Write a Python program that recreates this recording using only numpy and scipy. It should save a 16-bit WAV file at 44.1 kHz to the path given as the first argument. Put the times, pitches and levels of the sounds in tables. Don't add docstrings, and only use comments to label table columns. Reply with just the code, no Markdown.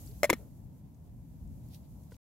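import sys
import numpy as np
from scipy import signal
from scipy.fft import rfft, irfft
from scipy.io import wavfile
from scipy.ndimage import uniform_filter1d

SR = 44100
rng = np.random.default_rng(int(sys.argv[2]) if len(sys.argv) > 2 else 0)


def voltage_ratio(level):
    return 10 ** (np.asarray(level, float) / 20)


def master(y):
    cut = np.clip(np.atleast_2d(y).T, -1, 1)
    pcm = np.round(cut * 32767)
    wavfile.write(sys.argv[1], SR, pcm.astype(np.int16))


N = 101430
LEFT_RIGHT = np.array([[1], [-1]])


def curve(table):
    return voltage_ratio(np.interp(np.arange(N) / SR, *np.array(table).T))


def unit(x):
    return x / np.sqrt(np.mean(x ** 2))


def fade(t, t60):
    return np.exp(-np.log(1000) * t / t60)


def resonate(x, hz, width_hz):
    b, a = signal.iirpeak(min(hz, .45 * SR), max(hz / width_hz, .3), SR)
    return signal.lfilter(b, a, signal.lfilter(b, a, x))


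def walk(rate):
    hold = int(SR / rate)
    steps = np.repeat(rng.standard_normal(N // hold + 1), hold)
    return 1.7 * uniform_filter1d(uniform_filter1d(steps, hold), hold)[:N]


def colour(table, size):
    hz = np.fft.rfftfreq(size, 1 / SR) + 1
    f, db = np.array(table).T
    inside = np.interp(np.log(hz), np.log(f), db)
    below = 24 * np.maximum(np.log2(f[0] / hz), 0)
    above = 24 * np.maximum(np.log2(hz / f[-1]), 0)
    noise = rng.standard_normal((2, size))
    return unit(irfft(rfft(noise) * voltage_ratio(inside - below - above), size))


def spread(pair, side_db):
    mid, side = pair[0], voltage_ratio(side_db) * pair[1]
    return np.array([mid + side, mid - side])


def add(out, x, start_s):
    i = int(start_s * SR)
    out[:, i:i + x.shape[1]] += x[:, :N - i]


def lid():
    # t/s, thud f/Hz, thud level/dB, thud t60/s, ring level/dB
    contacts = [(.2317, 594, -12.5, 0.03, -20), (.2421, 603.6, -16, 0.057, -24.5),
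                (.2468, 600, -28, .04, -29.5), (.2527, 600.4, -25, 0.065, -31),
                (0.2948, 500.5, -21.5, .04, -34), (0.2983, 965, -15.5, .024, -28.5),
                (0.3001, 982.6, -14, .015, -15), (.3030, 540, -28.5, .03, -24),
                (.3060, 330.5, -18.5, .045, -37.5), (0.3294, 474, -14, 0.014, -28),
                (0.3341, 240, -31.5, 0.079, -31.5), (.3385, 299.6, -37, .05, -41.5)]
    # f/Hz, level/dB, t60/s
    modes = [(1224, -3, 0.016), (1842, -20, 0.088), (2125, 4, 0.018), (2277, -13.5, .03),
             (3444, -13, 0.027), (4100, -12.5, 0.023), (5300, -12.5, 0.03), (6200, -22, .025),
             (6457, -16.5, 0.01), (7560, -15.5, 0.023), (10507, -19, .018), (11200, -14, .025),
             (12000, -19, 0.024), (14000, -23.5, 0.018)]
    # f/Hz, density/dB per Hz
    rattle = [(900, -0.5), (2300, -7), (3200, -10), (4800, -16.5), (7000, -2), (9000, -14.5), (11500, -6.5),
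              (15500, -15)]
    # f/Hz, density/dB per Hz
    tail = [(350, 4.5), (1200, 1), (2200, 1), (4200, -5), (5500, -23), (15500, -19)]
    rattle_db, rattle_t60_s, tail_db, tail_t60_s = -6.5, .021, -31, .17
    knock_left_db, rattle_left_db = 3, -3
    thud_lag_rad, touch_s = 0.16, 0.00048

    out, t = np.zeros((2, N)), np.arange(8192) / SR
    for start, hz, thud_db, thud_t60, ring_db in contacts:
        knock = -voltage_ratio(thud_db) * np.sin(2 * np.pi * hz * t + LEFT_RIGHT * thud_lag_rad) * fade(t, thud_t60)
        for f, db, ring_t60 in modes:
            level_luck, pitch_luck, phase_luck, beat_luck = rng.standard_normal(4)
            beat = 1 + .5 * np.sin(2 * np.pi * 0.033 * f * t + 2 * beat_luck)
            phase = LEFT_RIGHT * min(f / 2800, 1) * 0.63 + phase_luck * min(f / 8000, 1)
            ring = np.sin(2 * np.pi * f * (1 + .01 * pitch_luck) * t + phase)
            knock = knock - voltage_ratio(ring_db + db + 2.0 * level_luck) * beat * ring * fade(t, ring_t60)
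        pot = spread(colour(tail, size=len(t)), -4.5)
        knock = knock + voltage_ratio(ring_db + tail_db) * fade(t, tail_t60_s) * pot
        grit = voltage_ratio(1.5 * np.repeat(rng.standard_normal(len(t) // 32), 32))
        scrape = spread(colour(rattle, size=len(t)), 0) * grit * fade(t, rattle_t60_s)
        knock = knock * voltage_ratio(LEFT_RIGHT * knock_left_db / 2)
        scrape = scrape * voltage_ratio(ring_db + rattle_db + LEFT_RIGHT * rattle_left_db / 2)
        add(out, (knock + scrape) * np.minimum(t / touch_s, 1), start)
    return out


def kernel():
    # f/Hz, level/dB, t60/s
    wall = [(484, -46, 0.035), (1483, -52, 0.019), (992, -55, 0.026), (1910, -57, .015), (2900, -62, .01)]
    out, t = np.zeros((2, N)), np.arange(4096) / SR
    ping = sum(voltage_ratio(db) * np.sin(2 * np.pi * hz * t) * fade(t, t60) for hz, db, t60 in wall)
    add(out, ping * np.ones((2, 1)), 2.1207)
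    return out


def ticks():
    # t/s, level/dB, f/Hz, width/Hz, t60/s
    bursts = [(.074, -58, 4800, 1000, .03), (.062, -53, 8400, 2000, .03), (.112, -64, 4400, 1500, 0.032),
              (.39, -56.5, 397, 300, 0.59), (.385, -67, 9300, 9000, .02), (.945, -69, 6500, 3000, .03),
              (1.476, -66.5, 7200, 2500, .03), (1.62, -74, 7800, 1700, .03),
              (1.685, -68, 12700, 2300, 0.031), (1.686, -68.5, 6000, 7400, .03),
              (1.7465, -53.5, 4700, 3900, .015), (2.124, -64, 6500, 7800, 0.054),
              (2.035, -65, 8000, 8300, 0.025), (2.11, -67.5, 5000, 15000, 0.39),
              (2.142, -63, 3700, 4200, 0.045)]
    out, t = np.zeros((2, N)), np.arange(4096) / SR
    for start, db, hz, width_hz, t60 in bursts:
        crack = spread(rng.standard_normal((2, len(t))), 20 * np.log10(.5))
        add(out, voltage_ratio(db) * unit(resonate(crack, hz, width_hz)) * fade(t, t60), start)
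    return out


def sizzle():
    # t/s, level/dB
    hiss_db = [(0, -61.5), (.06, -60), (.12, -63.5), (.3, -67), (.6, -76.5), (1.1, -79), (1.6, -73.5),
               (1.9, -74), (2.16, -72)]
    # f/Hz, density/dB per Hz
    hiss_colour = [(1300, -9), (2800, -8.5), (5300, -5), (6600, -1), (9000, -3.5), (12200, 3),
                   (16000, -2.5)]
    # t/s, level/dB
    spit_db = [
        (1.66, -87),
        (1.705, -68.5),
        (1.745, -62.5),
        (1.77, -68.5),
        (1.81, -84.5),
    ]
    # f/Hz, width/Hz, level/dB
    spit_bands = [(4600, 5000, -5), (12970, 15000, 0)]

    hiss = spread(colour(hiss_colour, size=N), 0.5)
    low = signal.lfilter(*signal.butter(2, 6000., fs=SR), hiss)
    flicker = low * voltage_ratio(.9 * walk(30)) + (hiss - low) * voltage_ratio(.9 * walk(30))
    droplets = spread(rng.standard_normal((2, N)), 0.5) * voltage_ratio(2.0 * rng.exponential(size=N))
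    spit = sum(voltage_ratio(db) * unit(resonate(droplets, hz, width_hz)) for hz, width_hz, db in spit_bands)
    return curve(hiss_db) * flicker + curve(spit_db) * voltage_ratio(2.3 * walk(60)) * spit


def wind():
    # f/Hz, density/dB per Hz
    wind_colour = [(32, -24.5), (52, -0.5), (146, -2), (260, -12.5), (390, -28), (600, -28.5), (1000, -34),
                   (1300, -47)]
    # t/s, level/dB
    gust_db = [(0, -45.5), (.3, -50), (.46, -48), (.6, -50.5), (.64, -45.5), (.7, -50.5), (1.04, -53),
               (1.17, -46), (1.4, -51.5), (1.51, -40.5), (1.56, -47.5), (1.66, -43.5), (1.78, -52),
               (2.0, -51), (2.16, -52)]
    # upper edge f/Hz, swing/dB, rate/per s, side level/dB, share of gust [power]
    gust_bands = [
        (91, 1.5, 10, -6, 1),
        (202.4, 0, 15, -18, 0.48),
        (400, 2.0, 8.83, -8, 0.24),
        (1508, .8, 20, -3.5, .05),
    ]
    # t/s, level/dB
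    draught_db = [(0, 4), (.2, 4), (.5, 0), (1.5, -1), (1.7, 3), (1.9, 1), (2.16, 0)]
    mean_db, left_db = -49.5, 1

    air = colour(wind_colour, size=N)
    gust = curve(gust_db) / voltage_ratio(mean_db)
    out, below = np.zeros((2, N)), 0
    for edge_hz, swing_db, rate, side_db, share in gust_bands:
        upto = signal.sosfiltfilt(signal.butter(2, edge_hz, fs=SR, output="sos"), air)
        layer = spread(upto - below, side_db) * voltage_ratio(swing_db * walk(rate)) * gust ** share
        if edge_hz > 1000:
            layer = layer * curve(draught_db)
        out, below = out + layer, upto
    return voltage_ratio(mean_db + LEFT_RIGHT * left_db / 2) * out


def whistles():
    # t/s, length/s, from f/Hz, to f/Hz, level/dB
    glides = [
        (0.023, 0.128, 266, 470, -62),
        (0.14, 0.028, 587, 710, -71),
        (1.2, 0.073, 247.4, 269, -53.5),
    ]
    out, waver = np.zeros((2, N)), walk(70)
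    for start, length, from_hz, to_hz, db in glides:
        u = np.linspace(0, 1, int(length * SR))
        w = waver[int(start * SR):][:len(u)]
        hz = (from_hz + (to_hz - from_hz) * u) * (1 + .03 * w)
        tone = np.sin(2 * np.pi * np.cumsum(hz) / SR)
        add(out, voltage_ratio(db + 3.0 * w) * np.sin(np.pi * u) * tone * np.array([[1.1], [.9]]), start)
    return out


def hush():
    # f/Hz, density/dB per Hz
    distance = [(1300, 0), (2200, -2.5), (3500, -10)]
    return voltage_ratio(-87) * spread(colour(distance, size=N), -2)


def scene():
    return lid() + kernel() + ticks() + sizzle() + wind() + whistles() + hush()


def band_limit(x):
    return signal.sosfilt(signal.butter(12, 16620, fs=SR, output="sos"), x)


def record(dry):
    top_hz, end_s = 15720, 2.1672
    heard = signal.sosfilt(signal.ellip(8, .2, 60, top_hz, fs=SR, output="sos"), dry)
    mix = heard * (np.arange(N) < end_s * SR)
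    return band_limit(mix)


dry = scene()
out = record(dry)
master(out)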